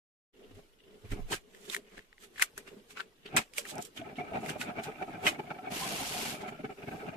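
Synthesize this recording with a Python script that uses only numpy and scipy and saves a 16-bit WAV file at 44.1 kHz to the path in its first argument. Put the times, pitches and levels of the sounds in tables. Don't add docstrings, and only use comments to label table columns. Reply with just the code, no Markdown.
import sys
import numpy as np
from scipy import signal
from scipy.fft import rfft, irfft, next_fast_len
from scipy.io import wavfile
from scipy.ndimage import uniform_filter1d

SR = 44100
rng = np.random.default_rng(int(sys.argv[2]) if len(sys.argv) > 2 else 0)


def nominal_scale(level):
    x = np.asarray(level, float) / 20
    return 10 ** x


def transcribe(u):
    v = np.clip(np.atleast_2d(u).T, -1, 1)
    q = np.round(v * 32767).astype(np.int16)
    wavfile.write(sys.argv[1], SR, q)


N = 316108
LONG = next_fast_len(N)
HZ = np.fft.rfftfreq(LONG, 1 / SR)
TIME = np.arange(N) / SR


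def evened(x):
    return x / np.sqrt(np.mean(x ** 2) + 1e-20)


def read(points):
    f, value = np.transpose(points)
    return np.interp(np.log(HZ + 1), np.log(f + 1), value)


def curve(points):
    s, db = np.transpose(points)
    return nominal_scale(np.interp(TIME, s, db, left=-120, right=-120))


def modes(table, bottom_hz=8, steep=1.41):
    peaks = sum(nominal_scale(2 * db) / (1 + (2 * (HZ - f) / width_hz) ** 2) ** steep for f, width_hz, db in table)
    return np.sqrt(peaks) * HZ ** 2 / (HZ ** 2 + bottom_hz ** 2)


def noise(gain, lo_hz, hi_hz):
    # (f/Hz, correlation)
    likeness = [(10, -0.084), (80, 0.95), (250, 0.81), (550, 0.52), (1400, -0.22), (3000, 0.053)]
    first, other = rfft(rng.standard_normal((2, LONG)))
    same = np.clip(read(likeness), -1, 1)
    spectra = gain * np.array([first, same * first + np.sqrt(1 - same ** 2) * other])
    band = (HZ > lo_hz) & (HZ < hi_hz)
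    return irfft(spectra, LONG)[:, :N] * LONG / np.sqrt((abs(spectra[:, band]) ** 2).sum())


def patchy(x, patchy_db, bins=3, frames=6):
    z = signal.stft(x, nperseg=1024)[2]
    blobs = uniform_filter1d(rng.standard_normal(z.shape[1:]), bins, 0)
    blobs = uniform_filter1d(blobs, frames // 2, 1)
    y = signal.istft(z * nominal_scale(patchy_db * evened(blobs)), nperseg=1024)[1][:, :N]
    return evened(y) * np.std(x)


def swells(s, db, rise_ms, fall_ms, shape=2.4):
    coarse = TIME[::32]
    gap_ms = 1000 * (coarse - s[:, None])
    reach = np.where(gap_ms < 0, -gap_ms / rise_ms[:, None], gap_ms / fall_ms[:, None])
    loss_db = np.minimum(6 * reach ** shape, 8.5 * reach)
    gain = np.sqrt((nominal_scale(db[:, None] - np.minimum(loss_db, 150)) ** 2).sum(0))
    return np.interp(TIME, coarse, gain)


def grit(per_s, spread_db, ms):
    size = (rng.random(N) < per_s / SR) * nominal_scale(spread_db * np.minimum(rng.exponential(1, N), 4))
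    t_ms = TIME[:1500] * 1000
    grain = np.exp(-t_ms / ms) - np.exp(-t_ms * 6 / ms)
    return evened(0.81 + evened(signal.oaconvolve(size, grain)[:N]))


def sides(pan_db):
    return nominal_scale(np.array([[.5], [-.5]]) * pan_db)


def add(mix, s, sound):
    part = mix[:, round(s * SR):][:, :sound.shape[1]]
    part += sound[:, :part.shape[1]]


def room_air():
    # (t/s, level/dB)
    drift = [(.33, -76), (.6, -70), (.8, -76.5), (1.2, -65), (1.4, -76), (2.1, -75), (2.6, -68),
             (3.15, -73.5), (3.5, -71), (4.1, -70), (5.0, -66), (6.5, -70), (6.75, -67), (6.95, -61),
             (7.17, -69)]
    # (f/Hz, level/dB per Hz)
    air_colour = [(100, -7.5), (400, -1.5), (750, -12.5), (3000, -15.5), (5400, -20.5), (13200, -25),
                  (15000, -21)]
    return patchy(noise(nominal_scale(read(air_colour)), 3200, 14700), 3.5) * curve(drift)


def far_clatter():
    # (t/s, level/dB, rise/ms, fall/ms)
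    bursts = [
        (.5, -72, 110, 65),
        (.81, -70.5, 25, 220),
        (1.2, -71, 97, 90),
        (2.8, -71, 30, 18),
        (3.22, -66, 23, 25),
        (3.265, -49.5, 11, 12),
        (3.975, -45, 7.7, 17),
        (4.165, -56, 8.2, 14),
        (4.05, -80, 35, 520),
    ]
    # (f/Hz, width/Hz, level/dB)
    hard_things = [(2900, 320, 4.5), (3340, 640, -1), (1900, 360, -4)]
    level = nominal_scale(-79) + swells(*np.transpose(bursts))
    return patchy(noise(modes(hard_things), 1500, 5100), 3) * level * grit(40, 1.5, 5.3)


def stir():
    # (t/s, level/dB, rise/ms, fall/ms)
    moves = [(0.443, -55.5, 74, 65), (0.514, -51, 5, 7.2), (0.592, -50.5, 23, 11), (0.921, -59, 84, 5.7),
             (0.946, -57, 34, 37), (1.056, -50.5, 18, 9.2), (1.657, -58, 190, 9.1), (1.701, -47.5, 22, 16),
             (1.781, -48.5, 20, 21), (1.86, -62.5, 140, 40), (1.942, -53.5, 20, 14), (1.979, -47, 6, 13),
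             (2.236, -62.5, 21, 58), (2.42, -62, 69, 35), (2.58, -51.5, 5.1, 30), (2.679, -54, 9.6, 14),
             (2.737, -50.5, 24, 16), (2.785, -53.5, 19, 19), (3.004, -59, 86, 88), (3.3, -53.5, 9.6, 13),
             (3.635, -57, 29, 47), (3.883, -59, 63, 9.2)]
    # (f/Hz, width/Hz, level/dB)
    room = [(203, 51, 0), (264, 29, -1.5), (412.4, 63, 6), (610, 250, -12), (1230, 3400, -22)]
    return patchy(noise(modes(room, bottom_hz=121.0), 120, 850), 1.5) * swells(*np.transpose(moves))


def rustle():
    # (t/s, level/dB, rise/ms, hollow body/dB)
    rubs = [(.55, -67, 4, -1), (1.055, -70.5, 7, 9), (1.121, -50, 12, 5), (1.329, -33.5, 12.3, 2.5),
            (1.57, -64, 62, 0), (1.66, -56, 48, -4), (1.703, -44, 14, -6), (1.737, -41, 22, 1),
            (1.983, -65.5, 96, 7.5), (2.238, -53.5, 21, 1), (2.423, -41, 23, 7.5), (2.58, -54, 8.9, 5),
            (2.676, -60.5, 10.5, 10.5), (2.908, -53, 9.9, 0), (2.972, -62, 10.7, 18), (3.003, -56.5, 13, 7),
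            (3.26, -69.5, 8.8, 17), (3.369, -29.5, 1.7, 7), (3.55, -53, 9.3, -6), (3.582, -35, 9.8, -3),
            (3.702, -41.5, 25, -7.5), (3.822, -46, 10, -12), (3.855, -49.5, 5.5, -11), (3.975, -51, 11, 3),
            (4.17, -63, 6.6, 8), (4.465, -56, 75, -7), (4.497, -41.5, 13.4, 2), (4.616, -40, 11.5, 2.5),
            (4.841, -45.5, 11, -1), (5.278, -33, 15.5, 7), (6.418, -56, 15, 9.5), (6.487, -55, 12, -4)]
    # (f/Hz, level/dB per Hz)
    crisp_colour = [(1760, -21), (3000, 4), (4940, -2), (7550, 1.5), (12100, -7.5), (14000, -5),
                    (15000, -18)]
    # (f/Hz, width/Hz, level/dB)
    shell_halves = [(1600, 1750, 3), (2350, 820, 0.5), (3420, 700, -20)]
    s, db, rise, body_db = np.transpose(rubs)
    fall = 12.54 + 2.3 * np.maximum(-59.5 - db, 0)
    crisp = patchy(noise(nominal_scale(read(crisp_colour)), 4100, 15600), 2.5) * grit(1300, 1.8, 2.9)
    crisp = crisp * sides(-5) * swells(s, db - 1.5, 0.74 * rise, 1.04 * fall, shape=1.0)
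    body = patchy(noise(modes(shell_halves, bottom_hz=1010), 1050, 3800), 3) * grit(800, 4.4, 2.8)
    body = body * swells(s, db + 1.5 + body_db, 0.59 * rise, 0.9 * fall, shape=1.0)
    return crisp + body


def bumps():
    # (t/s, level/dB, rise/ms, fall/ms, thud over sway/dB)
    knocks = [
        (.57, -62, 40, 14, 8),
        (1.13, -34, 16, 17, -3),
        (1.22, -42, 57, 62, -14),
        (1.33, -54.5, 15, 15, 6),
        (1.055, -61, 12, 15, 14),
        (1.99, -66, 21, 15, 7),
        (2.42, -72, 24, 26, 0),
        (3.38, -52, 26, 20, -20),
        (5.27, -63.5, 30, 41, 17),
    ]
    s, db, rise, fall, thud_db = np.transpose(knocks)
    sway = noise(modes([(21.6, 9.0, 0)], bottom_hz=5.0), 11, 76)
    sway = sway * (nominal_scale(-71) + swells(s, db, rise, fall))
    thud = noise(modes([(102.0, 7.0, 0)]), 57.7, 130)
    return sway + thud * swells(s, db + thud_db, 0.91 * rise, 0.63 * fall)


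def strokes():
    # (t/s, level/dB, rise/ms, door over panels/dB)
    rummaging = [(3.975, -44.5, 9.1, -2), (4.011, -40.5, 26, -4), (4.204, -34, 20, -4), (4.365, -31, 28, 6),
                 (4.463, -38.5, 46, 4), (4.557, -39.5, 180, -3.5), (4.7, -36.5, 55, 0),
                 (4.79, -33, 21.5, -1.5), (4.887, -36.5, 46, -2.5), (5.025, -35, 22, 5), (5.27, -31, 39, 4),
                 (5.347, -40.5, 130, 2.5), (5.398, -34.5, 11, -1), (5.513, -32.5, 12, 4.5),
                 (5.559, -44, 19, 5), (5.588, -42, 9.5, 4), (5.678, -38.5, 48, 4.5), (6.436, -41.5, 25, 3),
                 (6.485, -38, 47, 7), (6.605, -47, 38, -6), (6.653, -36.5, 14, -9), (6.717, -42, 28, -4),
                 (6.835, -42.5, 16, -4), (6.884, -36, 12.6, -1.5), (7.087, -35.5, 11, 2)]
    # (t/s, level/dB, rise/ms, shelf modes/dB, door over panels/dB)
    handling = [
        (1.128, -36.5, 13, -26, -12),
        (1.189, -40.5, 38, -19, -8),
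        (1.33, -35, 27, -9, -3),
        (3.261, -46, 6, -23.5, -10),
        (3.348, -36.5, 16, -15, 2),
        (3.385, -31, 33, -4, 2),
        (3.665, -51, 17, 4.5, 8),
        (3.79, -36, 54, -7.5, 1),
    ]
    # (t/s, level/dB, rise/ms, fall/ms)
    drags = [(4.075, -42, 47, 31), (4.257, -44, 38, 220), (4.602, -44, 17.9, 65), (4.959, -45, 110, 49),
             (5.085, -42.5, 11, 41), (5.158, -42, 28, 15), (5.446, -47, 49, 41), (5.724, -37.5, 21, 47),
             (5.876, -37.5, 74, 58), (6.001, -38, 24, 41), (6.17, -40, 84, 47), (6.292, -41, 140, 75),
             (6.527, -43.5, 17, 21), (6.787, -45.5, 15, 15), (6.924, -41, 16, 30), (7.035, -41, 50, 47),
             (7.14, -45, 16, 28)]
    # (t/s, shelf modes/dB)
    nearness = [
        (4.0, -8.5),
        (4.6, -7),
        (4.7, -4.5),
        (5.3, -7),
        (6.3, -5),
        (7.1, -8),
    ]

    def shelf_at(s):
        return np.interp(s, *np.transpose(nearness))

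    knocks = handling + [(s, db, rise, shelf_at(s), door_db) for s, db, rise, door_db in rummaging]
    rows = [(s, db, rise, min(0.53 * rise, 10.4), shelf_db, door_db) for s, db, rise, shelf_db, door_db in knocks]
    return rows + [(s, db, rise, fall, shelf_at(s), 0) for s, db, rise, fall in drags]


def raps(table, db_trim, rise_ms, hold_s, apart):
    out, t = np.zeros((2, N)), TIME[:3500]
    rise = np.sin(np.pi / 2 * np.minimum(1000 * t / rise_ms, 1)) ** 2
    loss_db = 8.5 * (np.maximum(t - rise_ms / 2000, 0) / hold_s) ** 1.1
    for s, db, hz in table:
        wander = np.cumsum(rng.standard_normal((2, len(t))), 1) * 0.00054 * np.sqrt(hz)
        turn = 2 * np.pi * (hz * t + rng.random()) + wander + apart * rng.standard_normal((2, 1))
        add(out, s, np.sin(turn) * nominal_scale(db + db_trim - loss_db) * rise)
    return out


def rummage():
    # (f/Hz, width/Hz, level/dB)
    panel_modes = [(250, 195, -1.5), (407.6, 34, 0), (149, 37, -2), (108, 13, -25.5)]
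    door_modes = [(737.4, 120, 5), (617, 27, 3), (858, 11, 4)]
    shelf_modes = [(1292, 105, 8.5), (1548, 250, 4.5), (2310, 290, 5), (2740, 270, -3.5), (3450, 590, -14)]
    # (t/s, peak level/dB, ring f/Hz)
    door_raps = [(3.583, -36, 584), (3.714, -42.5, 604), (3.765, -38, 740), (3.786, -31, 711),
                 (3.961, -49, 657), (4.013, -34, 666), (4.182, -31, 720), (4.206, -29.5, 719),
                 (4.319, -34.5, 657), (4.342, -27.5, 718), (4.428, -33, 710), (4.494, -37, 656),
                 (4.554, -34.5, 610), (4.694, -33, 720), (4.772, -46, 770), (4.784, -31.5, 669),
                 (4.818, -38.5, 750), (4.853, -39, 854), (4.873, -35, 790), (5.02, -27, 763),
                 (5.077, -36.5, 696), (5.152, -40, 710), (5.179, -36.5, 737), (5.235, -34, 786),
                 (5.268, -30, 604), (5.392, -35, 857), (5.471, -41.5, 720), (5.503, -38, 688),
                 (5.517, -45, 782), (5.556, -49, 750), (5.585, -35, 742), (5.636, -41, 767),
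                 (5.669, -31.5, 762), (5.721, -34, 720), (5.807, -34, 786), (5.819, -33, 1010),
                 (5.833, -31, 1040), (5.859, -34, 771), (5.995, -36, 770), (6.142, -38, 743),
                 (6.16, -33, 723), (6.252, -39, 880), (6.431, -39, 813), (6.459, -39, 725),
                 (6.589, -38, 617), (6.641, -36, 773), (6.695, -38, 770), (6.818, -49, 680),
                 (6.966, -43, 760), (7.007, -39.5, 777), (7.126, -40, 668)]
    panel_raps = [(2.661, -62, 404), (2.766, -39.5, 205), (3.254, -37, 409), (3.344, -28.5, 326),
                  (3.369, -25.5, 223), (3.578, -36.5, 469), (3.769, -35.5, 398), (3.99, -42, 133),
                  (3.992, -32.5, 301), (4.178, -28.5, 241), (4.33, -34, 253), (4.4, -39, 214),
                  (4.593, -30.5, 245), (4.781, -29.5, 216), (4.879, -29, 435), (5.015, -28.5, 400),
                  (5.08, -36.5, 317), (5.152, -37, 321), (5.228, -39, 369), (5.263, -29.5, 326),
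                  (5.393, -31.5, 364), (5.504, -35.5, 400), (5.666, -35.5, 402), (5.715, -34, 211),
                  (5.81, -35, 160), (5.931, -33.5, 177), (6.017, -32, 272), (6.102, -35.5, 165),
                  (6.227, -38, 383), (6.415, -34, 386), (6.456, -33.5, 390), (6.479, -33, 218),
                  (6.521, -36.5, 396), (6.637, -28, 429), (6.689, -37, 416), (6.781, -34, 402),
                  (6.871, -37, 399), (6.977, -34, 424), (7.026, -29.5, 426)]
    shelf_raps = [(3.7557, -39, 2266), (3.9687, -39, 2410), (4.1837, -28.5, 2210), (4.212, -33, 2350),
                  (4.2735, -42, 2310), (4.3184, -41, 1290), (4.3444, -31, 2350), (4.4142, -40, 1260),
                  (4.4636, -37, 2120), (4.4925, -34, 1630), (4.548, -39, 2400), (4.5953, -40, 2535),
                  (4.6138, -29, 1476), (4.7659, -41, 2260), (4.7824, -27, 2306), (4.8348, -36, 1440),
                  (4.8866, -35, 1290), (5.0193, -39, 1350), (5.0797, -39, 1280), (5.1505, -39, 2380),
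                  (5.2309, -41, 2270), (5.2678, -14.5, 2480), (5.3471, -42, 2235), (5.3865, -40, 2307),
                  (5.5067, -34.5, 1320), (5.5865, -37, 1330), (5.6704, -35, 2260), (5.7192, -37, 2350),
                  (5.9457, -33, 2740), (6.0146, -35, 2324), (6.4586, -41, 2400), (6.478, -43, 3060),
                  (6.5209, -37, 1380), (6.543, -39, 1370), (6.638, -45, 2180), (6.691, -42, 1350),
                  (6.7125, -45, 1310), (6.7833, -45, 2560), (6.8267, -41, 2350), (6.8716, -39, 2235),
                  (6.92, -36.5, 1540), (7.0851, -42, 2390)]
    s, db, rise, fall, shelf_db, door_db = np.transpose(strokes())
    door_share = 1 / (1 + nominal_scale(-2 * door_db))
    panels = patchy(noise(modes(panel_modes, bottom_hz=72, steep=1.22), 73, 630), 1.97)
    panels = panels * swells(s, db + 10 * np.log10(1 - door_share), 0.97 * rise, 1.68 * fall)
    door = noise(modes(door_modes, steep=1.35), 360, 1000)
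    door = door * swells(s, db + 10 * np.log10(door_share), 0.77 * rise, 1.73 * fall)
    shelf_level = db + shelf_db - 0.03 * (db + 34.0) * (s > 4.0)
    shelf = patchy(noise(modes(shelf_modes, bottom_hz=890, steep=1.26), 980, 3200), 3.2)
    shelf = shelf * swells(s, shelf_level, 0.84 * rise, 1.4 * fall)
    rings = raps(door_raps, -1.7, 6.2, 0.014, 0.8)
    rings = rings + raps(panel_raps, -6, 5.7, 0.017, 0.18)
    rings = rings + raps(shelf_raps, -7.5, 4.4, 0.014, 0.99)
    wood = grit(200, 1.0, 7.4) * (nominal_scale(-3.0) * panels + nominal_scale(-4.0) * door)
    return wood + nominal_scale(-2.5) * grit(200, 0.73, 5.6) * shelf + rings


def snaps():
    # (t/s, peak level/dB, ring f/Hz, crack/dB)
    breaks = [(1.5478, -40.5, 1930, -10), (1.6988, -21.5, 3740, -12), (1.702, -27, 3600, -9),
              (1.7448, -24, 1980, -5), (1.7475, -16.5, 2100, -4), (1.7644, -19.5, 1840, -8),
              (1.979, -36.5, 1750, -11), (1.9916, -33.5, 1870, -26), (2.128, -39.5, 1900, -32),
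              (2.1806, -41.5, 1970, -25), (2.3595, -38.5, 1860, -18), (2.38, -31, 1800, -20),
              (2.383, -32, 1900, -18.5), (2.396, -22, 1670, -7), (2.4189, -19.5, 1880, 0),
              (2.4223, -5, 2005, -2.5), (2.4246, -11, 2780, -11), (2.426, -18.5, 1500, 3),
              (2.4321, -28, 1440, -5), (2.436, -29, 1380, -9), (2.578, -32, 1520, 7),
              (2.9725, -31, 1460, -32), (2.994, -32, 1470, -34), (2.9993, -24.5, 1540, -38),
              (3.0045, -23, 1550, -23), (3.0094, -36, 1450, -29), (3.013, -33, 1420, -25),
              (3.3647, -14.5, 2100, 3.5), (3.536, -36, 2400, -8), (3.5819, -14.5, 2350, -1),
              (3.653, -29.5, 1900, -7), (4.461, -26.5, 2140, -7), (4.4927, -26.5, 1590, -23),
              (4.5054, -26, 2900, -20), (4.6137, -20.5, 2600, -19), (4.836, -36, 3900, 0)]
    # (t/s, peak level/dB, ring f/Hz, crack/dB)
    splinters = [(1.322, -30.5, 956, -9), (2.972, -35, 2800, -30), (3.002, -32, 3000, -30),
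                 (3.006, -36, 4180, -30), (3.5365, -37, 5000, -6), (3.7549, -32, 8200, -4),
                 (3.7812, -31, 5760, -2), (3.8246, -25, 6700, -3), (3.8508, -30, 7560, -1),
                 (4.157, -41, 3100, -30), (4.184, -42, 2900, -20)]
    centre_hz = 2100
    out, t = np.zeros((2, N)), TIME[:1800]
    treble = signal.butter(1, [6200, 10500], "band", fs=SR)
    middle = signal.butter(2, [1400, 3900], "band", fs=SR)
    onset = 1 - np.exp(-t / 0.00039)
    for s, db, hz, crack_db in breaks + splinters:
        t60 = 20.4 / hz
        pan_db = max(-18 * np.log2(hz / centre_hz), -14.5)
        jitter = np.cumsum(rng.standard_normal((2, len(t))), 1) * 0.0366
        turn = 2 * np.pi * hz * t * (1 - 3.4 * t) + jitter + [[0], [.9]]
        step = evened(signal.lfilter(*middle, rng.standard_normal((2, len(t))))) * nominal_scale(-60 * t / 0.015)
        step_share = min(0.24, 0.24 * (centre_hz / hz) ** 2)
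        ring = np.sin(turn) * nominal_scale(-60 * t / t60) + step_share * step
        crack = signal.lfilter(*treble, rng.standard_normal((2, len(t))))
        crack = crack * (nominal_scale(-60 * t / 0.008) + 0.24 * nominal_scale(-60 * t / 0.072))
        add(out, s, nominal_scale(db - 0.5) * onset * (ring * sides(pan_db) + 0.99 * nominal_scale(crack_db) * crack))
    return out


def clinks():
    # (t/s, blow level/dB, ringing slice/s)
    blows = [
        (3.367, -27.5, 0.041),
        (5.266, -22, 0.028),
    ]
    # (f/Hz, level/dB, t60/s)
    dishes = [
        [(2260, -6, 0.14), (7700, 0, 0.054), (8260, -0.5, 0.099), (8900, -16, .06), (1060, 0, 0.069),
         (2880, -15, 0.11)],
        [(2073, 1.5, 0.1), (2600, -17, 0.078), (3230, -13, 0.086), (3000, -1, 0.2), (586, -1, 0.022)],
    ]
    out, t = np.zeros((2, N)), TIME[:3000]
    onset = 1 - np.exp(-t / 0.00024)
    for (s, db, slice_s), dish in zip(blows, dishes):
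        fade = np.exp(-(t / slice_s) ** 2) * onset
        for hz, mode_db, t60 in dish:
            tremble = 1 + evened(uniform_filter1d(rng.standard_normal((2, len(t))), 150))
            ring = tremble * np.sin(2 * np.pi * (hz * t + rng.random() + np.array([[0], [.22]])))
            add(out, s, ring * nominal_scale(db + mode_db - 60 * t / t60) * fade)
    return out


def tap():
    # (t/s, level/dB)
    flow = [
        (5.68, -83),
        (5.715, -47),
        (5.75, -41),
        (6.3, -40.5),
        (6.345, -47.5),
        (6.39, -60.5),
        (6.45, -72),
    ]
    # (f/Hz, level/dB per Hz)
    spray_colour = [(530, -15), (900, -7), (1310, -13), (2890, -6), (3700, -9.5), (12300, -15.5),
                    (14200, -22.5), (14500, -53)]
    return patchy(noise(nominal_scale(read(spray_colour)), 3350, 14000), 1.5) * curve(flow) * grit(2800, 2, 1)


def scene():
    background = room_air() + far_clatter() + stir()
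    eggs = rustle() + snaps()
    return background + eggs + bumps() + rummage() + clinks() + tap()


def low_pass(x):
    return signal.sosfilt(signal.butter(12, 16470, fs=SR, output="sos"), x)


def record(dry):
    start_s, fade_s = 0.322, 0.022
    opened = dry * np.clip((TIME - start_s) / fade_s, 0, 1) ** 2
    band_limit = signal.firwin(121, 14330, window=("kaiser", 4), fs=SR)
    limited = signal.oaconvolve(opened, band_limit[None], "same")
    leak_limit = signal.firwin(255, 15700, fs=SR)
    above = signal.oaconvolve(opened - limited, leak_limit[None], "same")
    power = abs(uniform_filter1d((above ** 2).mean(0), 2048))
    leak = nominal_scale(-13) * above * power ** 2 / (power ** 2 + nominal_scale(4.4 * -61))
    return low_pass(limited + leak)


dry = scene()
out = record(dry)
transcribe(out)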